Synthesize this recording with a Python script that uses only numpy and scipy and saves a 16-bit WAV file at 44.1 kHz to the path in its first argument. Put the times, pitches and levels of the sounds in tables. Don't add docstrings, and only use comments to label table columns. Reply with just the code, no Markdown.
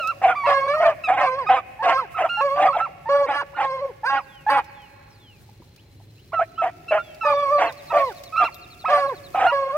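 import sys
import numpy as np
from scipy import signal
from scipy.fft import rfft, irfft, next_fast_len
from scipy.io import wavfile
from scipy.ndimage import uniform_filter1d, map_coordinates

SR = 44100
rng = np.random.default_rng(int(sys.argv[2]) if len(sys.argv) > 2 else 0)


def transcribe(u):
    v = np.clip(np.atleast_2d(u).T, -1, 1)
    q = np.round(v * 32767).astype(np.int16)
    wavfile.write(sys.argv[1], SR, q)


N = 430857
T = np.arange(N) / SR
TOP_HZ = 15830
FALL_DULLS_DB = -4.5

# freq_hz, relative_db
THROAT = [(500, -2.5), (1200, 5.5), (1700, -4.5), (2200, -16.5), (2800, -17.5), (3300, -25.5),
          (4500, -23.5), (6000, -39.5), (9000, -47.5), (15000, -78.5)]
# freq_hz, relative_db
RASP = [(150, -52.5), (250, -35.5), (318, -11), (397, -24.5), (589, -9.5), (736, 1.5), (858, -7),
        (1480, -14), (2440, -19), (4300, -40.5), (5950, -36), (15000, -67)]


def amp(db):
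    return 10 ** (np.asarray(db) / 20)


def unit(x):
    return x / np.sqrt(np.mean(x ** 2) + 1e-20)


def along(points, hz):
    f, v = np.transpose(points)
    return np.interp(np.log(hz + 1), np.log(f + 1), v)


def span(rows, edge=.003):
    s, *cols = np.transpose(rows)
    cut = slice(max(0, round(s[0] * SR)), min(N, round(s[-1] * SR)))
    t = T[cut]
    ends = np.clip(np.minimum(t - s[0], s[-1] - t) / edge, 0, 1)
    return cut, t, ends, [np.interp(t, s, c) for c in cols]


def wobble(rate, size=N):
    knots = rng.standard_normal(int(size * rate / SR) + 4)
    return map_coordinates(knots, [np.arange(size) * rate / SR])


def filtered(x, response):
    m = next_fast_len(x.shape[-1] + 8192)
    return irfft(rfft(x, m) * response(np.fft.rfftfreq(m, 1 / SR)), m)[..., :x.shape[-1]]


def phase(hz):
    return 2 * np.pi * np.cumsum(hz) / SR


def stack(hz, multiples, dbs, shimmer_db):
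    turn = phase(hz)
    out = np.zeros(len(hz))
    for k, db in zip(multiples, dbs):
        height = k * np.mean(hz) / 2500
        tremble_db = shimmer_db * (1 + height) * np.tanh(wobble(70, size=len(hz)))
        blur = .45 * height ** 2 * wobble(150, size=len(hz)) + rng.uniform(0, 2 * np.pi)
        level = np.sqrt(2) * amp(db + tremble_db) * (k * hz < TOP_HZ)
        out += level * np.sin(k * turn + blur)
    return out


def pulsed_noise(hz):
    return (1 + np.cos(phase(hz))) * rng.standard_normal(len(hz))


def breath(hz, db):
    return amp(db) * unit(filtered(pulsed_noise(hz), lambda f: amp(along(RASP, f))))


def high_voice(calls):
    out = np.zeros(N)
    for rows in calls:
        cut, t, ends, (hz, *dbs) = span(rows)
        hz = hz * (1 + .002 * wobble(60, size=len(t)))
        second_throat_db = along(THROAT, 2 * hz)
        dbs += [dbs[1] - 11.5 + along(THROAT, k * hz) - second_throat_db for k in range(3, 10)]
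        out[cut] += ends * (stack(hz, range(1, 10), dbs, shimmer_db=1.2) + breath(hz, dbs[0] - 24))
    return out


def yelp_shape(s, length, start_hz, mid_hz, end_hz, start_db, end_db, second_db, scoop, drop):
    shortest_s, scoop_s_per_share, drop_s_per_share = .006, .03, .045
    scoop_db, drop_db = -10, -22.5
    mid_share = .42
    scoop_s = shortest_s + scoop_s_per_share * abs(1 - scoop)
    drop_s = 2 * shortest_s + drop_s_per_share * abs(1 - drop)
    return [(s - scoop_s, scoop * start_hz, start_db + scoop_db, second_db + scoop_db),
            (s, start_hz, start_db, second_db),
            (s + mid_share * length, mid_hz, (start_db + end_db) / 2, second_db),
            (s + length, end_hz, end_db, second_db),
            (s + length + drop_s, drop * end_hz, end_db + drop_db, second_db + drop_db + FALL_DULLS_DB)]


def yelps():
    # start_s, length_s, start_hz, mid_hz, end_hz, start_db, end_db,
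    # second_partial_db, scoop_from (share of start_hz), drop_to (share of end_hz)
    yelp_rows = [(0.0, .11, 1429, 1259, 1372, -28.5, -23, -33.5, .99, 0.7),
                 (0.283, 0.044, 1480, 1440, 1398, -30.5, -22.5, -77, .99, .8),
                 (.36, .38, 1180, 1045, 1159, -28, -25, -37, .7, 1.2),
                 (.46, .04, 1367, 1310, 1224, -39, -35.5, -34, .99, 1.4),
                 (0.738, 0.018, 1333, 1388, 1340, -33, -23, -48.5, .8, 0.42),
                 (1.042, .03, 1323, 1287, 1233, -32.5, -38, -27.5, 1, 0.85),
                 (1.2, 0.085, 1004, 1100, 1167, -28.5, -27.5, -37, 0.65, 1.1),
                 (1.471, .03, 1225, 1267, 1270, -24.5, -28, -32.5, .93, 1.8),
                 (1.56, 0.029, 1292, 1210, 1247, -39, -20, -37.5, 1, .86),
                 (1.98, 0.02, 1297, 1338, 1312, -24.5, -21.5, -47, .9, .55),
                 (2.675, .015, 1210, 1278, 1220, -26.5, -15, -47.5, .95, 0.69),
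                 (2.152, 0.033, 1347, 1278, 1260, -30, -27, -44.5, .82, .99),
                 (2.236, .02, 1328, 1345, 1323, -30, -24.5, -67, 0.96, 0.35),
                 (2.297, .11, 1396, 1403, 1373, -27, -27.5, -31.5, .85, 0.7),
                 (2.733, 0.022, 1331, 1330, 1353, -23, -29, -40, 0.75, 0.87),
                 (2.805, 0.047, 1306, 1337, 1366, -19, -25.5, -41, 0.95, 0.28),
                 (3.552, 0.034, 1430, 1432, 1407, -39.5, -37, -51.5, 0.54, 3),
                 (4.173, .02, 1460, 1438, 1268, -26, -25.5, -40.5, 0.93, 0.67),
                 (6.336, .07, 1420, 1330, 1290, -29.5, -19, -47.5, 0.65, 1.5),
                 (6.586, 0.034, 1343, 1338, 1290, -26.5, -22, -44.5, 0.9, 0.95),
                 (6.887, .025, 1355, 1345, 1312, -37.5, -54.5, -32.5, 0.96, 1.4),
                 (6.986, 0.028, 1393, 1376, 1397, -24, -30, -48, 0.77, 1.01),
                 (7.214, 0.11, 1351, 1252, 1184, -29.5, -21.5, -34.5, 1, 0.69),
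                 (7.903, 0.021, 1266, 1352, 1264, -38, -25, -40, .99, 0.61),
                 (8.33, .105, 1285, 1300, 1188, -31.5, -14.5, -45, 0.94, .93),
                 (8.37, .045, 1318, 1376, 1344, -20.5, -20.5, -29, 0.81, .95),
                 (8.443, 0.024, 1283, 1370, 1377, -33, -23, -28.5, 0.76, 0.53),
                 (8.862, 0.024, 1290, 1292, 1273, -21.5, -26, -35.5, 0.47, 0.75),
                 (9.348, 0.097, 1307, 1225, 1305, -32, -28.5, -43.5, 0.92, 2.5),
                 (9.469, 0.032, 1380, 1430, 1400, -20.5, -22, -30.5, 1, 0.74)]
    return high_voice([yelp_shape(*row) for row in yelp_rows])


def grass():
    # time_s, level_db
    rustle = [(0.0, -50.5), (0.3, -63), (0.8, -60.5), (1.6, -71.5), (2.47, -59.5), (2.99, -66),
              (4.76, -64.5), (5.06, -67.5), (5.71, -63.5), (5.9, -67), (7.67, -56), (8.03, -50.5),
              (8.57, -57.5), (9.77, -59.5)]
    # start_s, level_db before the brightness filter
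    snaps = [(0.0734, -28), (4.3517, -52.5), (4.6432, -43), (4.818, -49.5), (5.6414, -53), (5.7616, -44.5),
             (7.1457, -40.5), (7.672, -47.5), (7.7238, -35.5), (7.874, -45.5), (8.2013, -48),
             (8.2364, -31.5), (8.544, -36)]
    # start_s, centre_hz, level_db
    thuds = [(5.49, 800, -50.5), (5.6, 304, -41), (5.62, 950, -53), (6.0, 820, -49)]
    # start_s, pitch_hz, level_db, t60_s
    ping = (8.543, 13118, -47.5, 0.15)

    def bright(hz):
        return amp(along([(1500, -5), (5000, 1.5), (9000, -10.0), (13000, -10.0)], hz))

    crackle = amp(1.3 * wobble(31) + 3.0 * wobble(580)) * rng.standard_normal((2, N))
    out = amp(np.interp(T, *np.transpose(rustle))) * unit(filtered(crackle, bright))
    t = T[:SR // 8]
    for s, db in snaps:
        snap = amp(db - 60 * t / 0.044) * rng.standard_normal((2, len(t)))
        out[:, round(s * SR):][:, :len(t)] += filtered(snap, bright)[:, :N - round(s * SR)]
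    for s, hz, db in thuds:
        puff = filtered(rng.standard_normal(len(t)), lambda f: 1 / (1 + ((f - hz) / 120) ** 2))
        strike = amp(db - 60 * t / 0.069) * np.minimum(t / 0.002, 1)
        out[:, round(s * SR):][:, :len(t)] += strike * unit(puff)
    s, hz, db, t60 = ping
    out[:, round(s * SR):][:, :len(t)] += amp(db - 60 * t / t60) * np.sin(2 * np.pi * hz * t)
    return out


def rumble():
    # freq_hz, relative_db
    colour = [(15, -44), (48, -4.5), (110, 0), (227, -10.5), (365, -11.5), (815, -24), (1280, -30.5),
              (2100, -25), (3800, -28), (10000, -52.5), (13000, -79.5)]
    # freq_hz, likeness (0-1)
    alike = [(60, 1), (240, 0.93), (950, 0.45), (3770, 0.33), (15000, 0.04)]

    def mid_side(hz):
        turn = np.arccos(np.clip(along(alike, hz), -1, 1)) / 2
        return amp(along(colour, hz)) * [np.cos(turn), np.sin(turn)]

    mid, side = filtered(rng.standard_normal((2, N)), mid_side)
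    return amp(-53.5) * unit(np.array([mid + side, mid - side]))


def wind():
    # time_s, level_db
    buffet = [(0.0, -58.5), (2.15, -59.5), (2.58, -64.5), (4.33, -63.5), (4.65, -63), (8.14, -66.5),
              (9.28, -51), (9.39, -49), (9.77, -57)]
    colour = [(25, -13), (60, -4.0), (180, -6.5), (400, -29)]  # freq_hz, relative_db
    lumps = amp(4.5 * wobble(24)) * rng.standard_normal((2, N))
    gusts = unit(filtered(lumps, lambda hz: amp(along(colour, hz))))
    return gusts * amp(np.interp(T, *np.transpose(buffet)))


def far_tones():
    # time_s, level_db before its wavering
    swells = [(0, -61), (4.4, -71.5), (5.6, -76), (6.1, -65), (6.7, -58), (7.4, -61), (9.77, -62.5)]
    # time_s, low_db, high_db
    engine = [(0.0, -57.5, -60.5), (1.499, -55, -58.5), (2.151, -76, -62.5), (2.45, -72, -55),
              (4.0, -68.5, -62), (6.121, -49.5, -66), (7.67, -65.5, -58), (9.468, -55.5, -63),
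              (9.77, -75, -67)]
    drone = filtered(rng.standard_normal(N), lambda f: 1 / (1 + ((f - 340) / 90) ** 4))
    out = amp(np.interp(T, *np.transpose(swells)) + 2.5 * wobble(5.6)) * unit(drone)
    s, *dbs = np.transpose(engine)
    for hz, db in zip((105, 152), dbs):
        tone = filtered(rng.standard_normal(N), lambda f: 1 / (1 + ((f - hz) / 6) ** 2))
        out += amp(np.interp(T, s, db)) * unit(tone)
    return out


def barks():
    # start_s, swell_s, fade_s, mouth_hz, mouth_db,
    # rasp_db (before the partials and noise add their own levels), hoarseness (share)
    bark_rows = [(.216, 0.034, 0.099, 745.5, -16, -30.5, 0.9), (.46, 0.044, 0.04, 735.6, -26.5, -31.5, 0.9),
                 (.801, 0.029, 0.11, 679.3, -15, -32, 0.8), (1.075, 0.013, 0.098, 756.5, -16.5, -33, 0.7),
                 (1.163, 0.017, 0.1, 764.6, -20, -30.5, 0.8), (1.488, 0.011, 0.11, 772.4, -18, -27.5, .55),
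                 (1.83, 0.059, 0.06, 758, -26, -26.5, .8), (2.167, 0.039, 0.082, 712, -20, -34, 1),
                 (2.56, 0.066, 0.077, 754.6, -17, -33.5, 1.1), (2.739, .034, 0.059, 794, -20.5, -37, 1),
                 (3.262, 0.029, 0.1, 820, -24, -35, 0.7), (3.561, 0.054, 0.052, 828, -20.5, -34.5, 0.8),
                 (4.098, 0.049, 0.055, 817, -21, -33.5, 0.3), (4.485, 0.044, 0.09, 830, -17, -31, .35),
                 (6.331, 0.012, 0.012, 681, -24, -39.5, 0.8), (6.39, 0.007, 0.047, 683, -17.5, -41, 0.8),
                 (6.615, 0.017, 0.073, 717, -17, -34, 0.7), (6.909, .012, .084, 627.3, -16, -32, 0.5),
                 (7.581, 0.03, 0.1, 676.7, -21.5, -29.5, .8), (7.92, 0.026, .1, 685, -17, -35, 0.8),
                 (8.4, 0.033, .03, 730, -31.5, -29.5, 0.79), (8.876, 0.013, 0.14, 713, -28, -33, 0.5),
                 (9.346, 0.084, .06, 714, -13, -29.5, 0.9)]
    out = np.zeros(N)
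    for s, swell, fade, mouth_hz, db, rasp_db, hoarse in bark_rows:
        full = s + swell
        effort = [(s, -12), (full, 0), (full + 0.68 * fade, -4), (full + fade, -22)]
        cut, t, ends, (effort_db,) = span(effort, edge=0.00098)
        size = len(t)
        unsteady = 0.0603 * wobble(110, size=size) + .04 * wobble(15, size=size)
        hz = mouth_hz * (1 + hoarse * unsteady)
        ring = amp(9 * hoarse * np.tanh(wobble(130, size=size))) * np.sin(phase(hz))
        fold_hz = hz / 3 * (1 + .03 * hoarse * wobble(40, size=size))
        flare_dbs = [along(RASP, k * fold_hz) for k in range(1, 16)]
        flares = stack(fold_hz, range(1, 16), flare_dbs, shimmer_db=7.8 * hoarse)
        grain = unit(amp(5 * np.tanh(wobble(70, size=size))))
        rasp = amp(11) * unit(flares) + hoarse * grain * breath(fold_hz, 7)
        out[cut] += ends * amp(effort_db) * (amp(db) * unit(ring) + amp(rasp_db) * rasp)
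    return out


def squeak_shape(s, length, hz, db):
    swell_db, climb, second_db = 9.5, 0.036, -14
    soft_db = db - swell_db
    return [(s, (1 - climb) * hz, soft_db, soft_db + second_db),
            (s + length, (1 + climb) * hz, db, db + second_db)]


def squeaks():
    # start_s, length_s, mid_hz, end_db
    squeak_rows = [(0.435, 0.033, 955, -18), (1.791, .034, 884, -24), (2.371, 0.041, 859, -21),
                   (3.056, 0.037, 907, -23.5), (4.032, .02, 866, -20.5), (4.464, .034, 859, -12.5),
                   (7.232, 0.022, 895, -22.5), (7.903, .02, 944, -23), (9.48, 0.054, 954, -22.5)]
    return high_voice([squeak_shape(*row) for row in squeak_rows])


def bay_shape(held, third_db, fall_s, fall_to):
    rise_s, rise_from, rise_db = .009, .92, -6
    third_fades_db_per_s = 42.5
    fall_db, halfway = -16.5, .3
    rows = []
    for s, hz, db, open_db in held:
        over_db = db + open_db
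        rows.append((s, hz, db, over_db, over_db + third_db - third_fades_db_per_s * (s - held[0][0])))
    first, last = np.array(rows[0]), np.array(rows[-1])
    rise = first + [-rise_s, (rise_from - 1) * first[1], rise_db, rise_db, rise_db]
    fall = np.array([0, (fall_to - 1) * last[1], fall_db, fall_db + FALL_DULLS_DB,
                     fall_db + FALL_DULLS_DB / halfway])
    later = np.array([fall_s, 0, 0, 0, 0])
    return [rise, *rows, last + later / 2 + halfway * fall, last + later + fall]


def bays():
    # time_s, pitch_hz, level_db, mouth_opening_db
    bay_rows = [
        [(0.474, 583, -20.5, -1), (0.524, 556.7, -23.5, 4), (0.596, 546, -20.5, -2), (0.612, 540, -28.5, 4),
         (0.652, 547, -27.5, -1.5), (0.665, 555, -25.5, 2)],
        [(0.685, 556, -25, 0), (0.769, 621.2, -23.5, -6), (0.843, 643.4, -17.5, -10.5),
         (0.865, 598, -18.5, 2.5), (0.885, 582, -24, -7), (0.901, 603, -32.5, 3), (0.92, 615, -34.5, 2)],
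        [(1.215, 627, -19.5, -1.5), (1.229, 567, -24.5, -1.5), (1.267, 530.7, -29.5, 8), (1.301, 510, -31.5, 4),
         (1.343, 521.5, -28.5, 2.5), (1.381, 556, -26, -7), (1.39, 560, -34, 9.5)],
        [(1.832, 547.7, -28, 3), (1.858, 557, -32, 5.5), (1.888, 528, -32, 6.5), (1.896, 532, -28.5, 10),
         (1.904, 550, -37.5, 10), (1.958, 525.4, -29.5, 11), (1.986, 551.5, -32.5, 9.5)],
        [(2.415, 548.7, -28, 9), (2.453, 570, -22, -2), (2.495, 539.5, -25, 0.5), (2.563, 576.5, -27.5, -1.5),
         (2.585, 582.3, -26, 1), (2.657, 605.8, -27, -3.5), (2.676, 578, -28.5, 7)],
        [(3.098, 560.4, -22, -1.5), (3.152, 569, -18.5, -2.5), (3.224, 565.6, -19.5, -5.5),
         (3.25, 553.4, -23, 0)],
        [(3.314, 560.6, -26.5, -6), (3.334, 560.4, -42, 6), (3.348, 573.4, -31.5, 4.5),
         (3.41, 568.5, -38.5, 12.5)],
        [(3.632, 551, -31, 4), (3.716, 523.4, -28, 2), (3.742, 540.4, -26, -0.5), (3.802, 517.3, -33.5, 1.5),
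         (3.82, 567, -28, -10.5), (3.856, 541.7, -22.5, -12.5), (3.878, 548, -31, -8)],
        [(4.048, 452.3, -52, 17), (4.062, 490, -37, 14.5), (4.08, 540, -39, 13.5), (4.104, 547.4, -35.5, 11.5),
         (4.146, 551.5, -37, 6), (4.164, 540.2, -39.5, 11.5), (4.185, 542, -47, 13)],
        [(4.504, 539, -29, 6.5), (4.528, 544.4, -34.5, 8), (4.558, 518.4, -42.5, 11), (4.59, 489, -38, 15)],
        [(7.257, 593.4, -24, 4), (7.339, 561.5, -24, 0), (7.409, 580.3, -26, 2.5), (7.497, 543, -31, 8),
         (7.531, 596, -20, -1), (7.607, 565, -24, 0), (7.62, 557, -31, 2)],
        [(7.938, 584.4, -17, -8), (7.952, 579.6, -25, 0.5), (7.972, 587, -15.5, 0), (7.98, 583, -33, 10),
         (7.986, 569, -19, -3.5), (8.052, 537.5, -30, 6)],
        [(8.892, 545, -27, 0), (8.904, 558, -24, 4.5), (8.916, 603, -26, -0.5), (8.932, 585.8, -21.5, 4),
         (9.066, 546, -25, -1), (9.082, 571, -27.5, -13), (9.096, 550, -27.5, 0)],
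        [(9.527, 572.6, -23, -3.5), (9.559, 552.3, -24.5, 0.5), (9.675, 538, -25, -5),
         (9.695, 550.7, -30.5, 0.5), (9.717, 532, -31, 4), (9.737, 576, -26.5, -5.5),
         (9.765, 615.5, -19.5, -10.5)],
    ]
    # third_partial_db (from the second, at the start), fall_s,
    # fall_to (share of the last pitch)
    bay_ends = [(-6.5, 0.005, 0.7), (-3.5, .015, 0.69), (-7.5, 0.085, 0.58), (-7.5, .074, 0.67),
                (-15, 0.082, .84), (-11.5, 0.02, 0.75), (-0.5, 0.028, 0.21), (-14.5, 0.045, 0.62),
                (0.5, 0.016, 0.68), (-3.5, 0.022, 0.76), (-13.5, 0.11, 0.93), (-31, 0.075, 0.63),
                (-8, 0.056, 0.61), (-11, 0.055, 0.94)]
    # from_s, to_s,
    # half_db (from their neighbours), hiss_db (from the third partial)
    doubling = [(3.09, 3.239, -18, -37.5), (3.31, 3.42, -13, -24.5), (4.095, 4.178, -16, -34),
                (4.49, 4.621, -8, -16.5), (8.95, 9.075, -17, -18), (7.26, 7.344, -12, -24.5)]
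    # freq_hz, relative_db
    spray = [(2500, -33), (4500, 4.5), (6000, -14), (9000, -4.5), (15000, -24)]
    clear_hiss_db = -28
    out = np.zeros(N)
    for rows in map(bay_shape, bay_rows, *np.transpose(bay_ends)):
        cut, t, ends, (hz, *dbs) = span(rows)
        hz = hz * (1 + .004 * wobble(60, size=len(t)))
        for k in range(4, 18):
            guide = 2 + k % 2
            dbs.append(dbs[guide - 1] + along(THROAT, k * hz) - along(THROAT, guide * hz))
        half_db = np.full(len(t), -80.0)
        hiss_db = np.full(len(t), float(clear_hiss_db))
        for a, b, halves_db, strained_db in doubling:
            doubled = (t > a) & (t < b)
            half_db[doubled] = halves_db
            hiss_db[doubled] = strained_db
        half_db = uniform_filter1d(half_db, size=400)
        halves = [half_db + (a + b) / 2 for a, b in zip([dbs[0] - 43] + dbs[:8], dbs[:9])]
        voice = stack(hz, range(1, 18), dbs, shimmer_db=2.5)
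        voice += stack(hz, np.arange(9) + .5, halves, shimmer_db=8.0)
        out[cut] += ends * (voice + breath(hz, np.maximum(dbs[0], dbs[1]) - 24))
        hiss = filtered(pulsed_noise(hz), lambda f: amp(along(spray, f)))
        out[cut] += ends * amp(dbs[2] + hiss_db) * unit(hiss)
    return out


def woods(x):
    # delay_s, relative_db
    echoes = [(0, -9.5), (.012, 28), (.03, -5), (.2, 0), (.35, -8), (.5, -7), (.8, -22), (1.4, -27)]
    # freq_hz, gain_db
    tone = [(150, -24), (320, -18.5), (500, -0.5), (1200, -9.5), (2500, 5), (4000, -13), (9000, -30)]
    t = np.arange(round(1.4 * SR)) / SR
    tail = amp(np.interp(t, *np.transpose(echoes))) * rng.standard_normal((2, len(t)))
    tail = tail + 0.1 * tail[::-1]
    wet = signal.fftconvolve(x[None], tail / np.linalg.norm(tail[0]), axes=1)
    wet = wet[:, :N] + np.pad(wet[:, N:], ((0, 0), (0, N)))[:, :N]
    return filtered(wet, lambda hz: amp(along(tone, hz)))


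def whistles():
    # time_s from its start, pitch_hz, relative_db
    glide = [(0, 5940, -7), (.072, 4280, -8.5), (.092, 3900, -31), (.112, 3590, -5), (.2, 2975, 2),
             (.275, 2420, -8.5), (.305, 2350, -15.5)]
    # start_s, level_db
    starts = [(4.18, -54.5), (4.638, -57), (5.094, -55.5)]
    out = np.zeros(N)
    for s, start_db in starts:
        cut, t, ends, (hz, db) = span(np.add(glide, [s, 0, start_db]), edge=0.008)
        out[cut] += np.sqrt(2) * ends * uniform_filter1d(ends, size=250) * amp(db) * np.sin(phase(hz))
    return out


def insect():
    # time_s, pitch_hz, level_db before the pulsing
    trill = [(4.65, 4230, -73), (5.1, 4170, -71), (5.9, 4100, -70.5), (6.6, 4060, -67)]
    out = np.zeros(N)
    cut, t, ends, (hz, db) = span(trill, edge=0.008)
    threshold = np.interp(t, [4.9, 5.3], [-1.1, -.2])
    pulses = 1.6 * (np.sin(phase(23 + 5 * wobble(6, size=len(t)))) > threshold)
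    gate = uniform_filter1d(pulses * ends, size=250)
    out[cut] = np.sqrt(2) * ends * gate * amp(db) * np.sin(phase(hz))
    return out


def chirps():
    # start_s, length_s, start_hz, end_hz, level_db before a random spread
    chips = [(5.775, 0.036, 2290, 3650, -56.5), (6.171, 0.042, 2450, 3400, -53),
             (6.553, 0.049, 2770, 3520, -51.5), (6.987, 0.16, 3670, 2960, -52.5),
             (7.326, 0.12, 3660, 3260, -42)]
    # first_s, spacing_s, length_s, start_hz, end_hz, level_db before a random spread
    run = (7.56, .088, .048, 4560, 3326, -46.5)
    out = np.zeros(N)
    first, spacing, *note = run
    run_notes = [(first + k * spacing + 0.092 * (1 - np.exp(-k / 5)), *note) for k in range(20)]
    for s, length, start_hz, end_hz, db in chips + run_notes:
        u = np.arange(round(length * SR)) / (length * SR)
        hz = start_hz + (end_hz - start_hz) * (1 - (1 - u) ** 0.78)
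        swell = amp(db + rng.normal(0, 2.5)) * np.sin(np.pi * u) ** .5
        out[round(s * SR):][:len(u)] += swell * np.sin(phase(hz))
    return out


def placed(x, left):
    # freq_hz, lead_radians
    lead = [(600, 0.062), (1200, 0.26), (1900, 0.89), (3450, 1.58), (6100, 3.44), (11000, 9.95),
            (16000, 15)]
    sides = np.array([[.5], [-.5]])
    return filtered(x, lambda hz: np.exp(1j * left * sides * along(lead, hz)))


def scene():
    # freq_hz, left_minus_right_db
    balance = [(60, -15), (130, 0.5), (290, 1), (640, 0.5), (1410, -6), (3100, 0), (6820, 1), (15000, 14.5)]
    yelp = yelps() + squeaks()
    bark, bay = barks(), bays()
    song = whistles() + insect() + chirps()
    direct = placed(bay, left=1.66) + placed(yelp, left=0.066)
    direct += placed(bark, left=0.88) + placed(song, left=-0.64)
    far = direct + woods(amp(-8) * (bay + yelp + bark) + amp(-9.5) * song)
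    sides = np.array([[.5], [-.5]])
    field = filtered(far + grass(), lambda hz: amp(sides * along(balance, hz)))
    return field + rumble() + wind() + far_tones()


def record(dry):
    ceiling = .68
    squashed = dry / (1 + np.abs(dry / ceiling) ** 4) ** (1 / 4)
    return filtered(squashed, lambda hz: hz < TOP_HZ)


dry = scene()
out = record(dry)
transcribe(out)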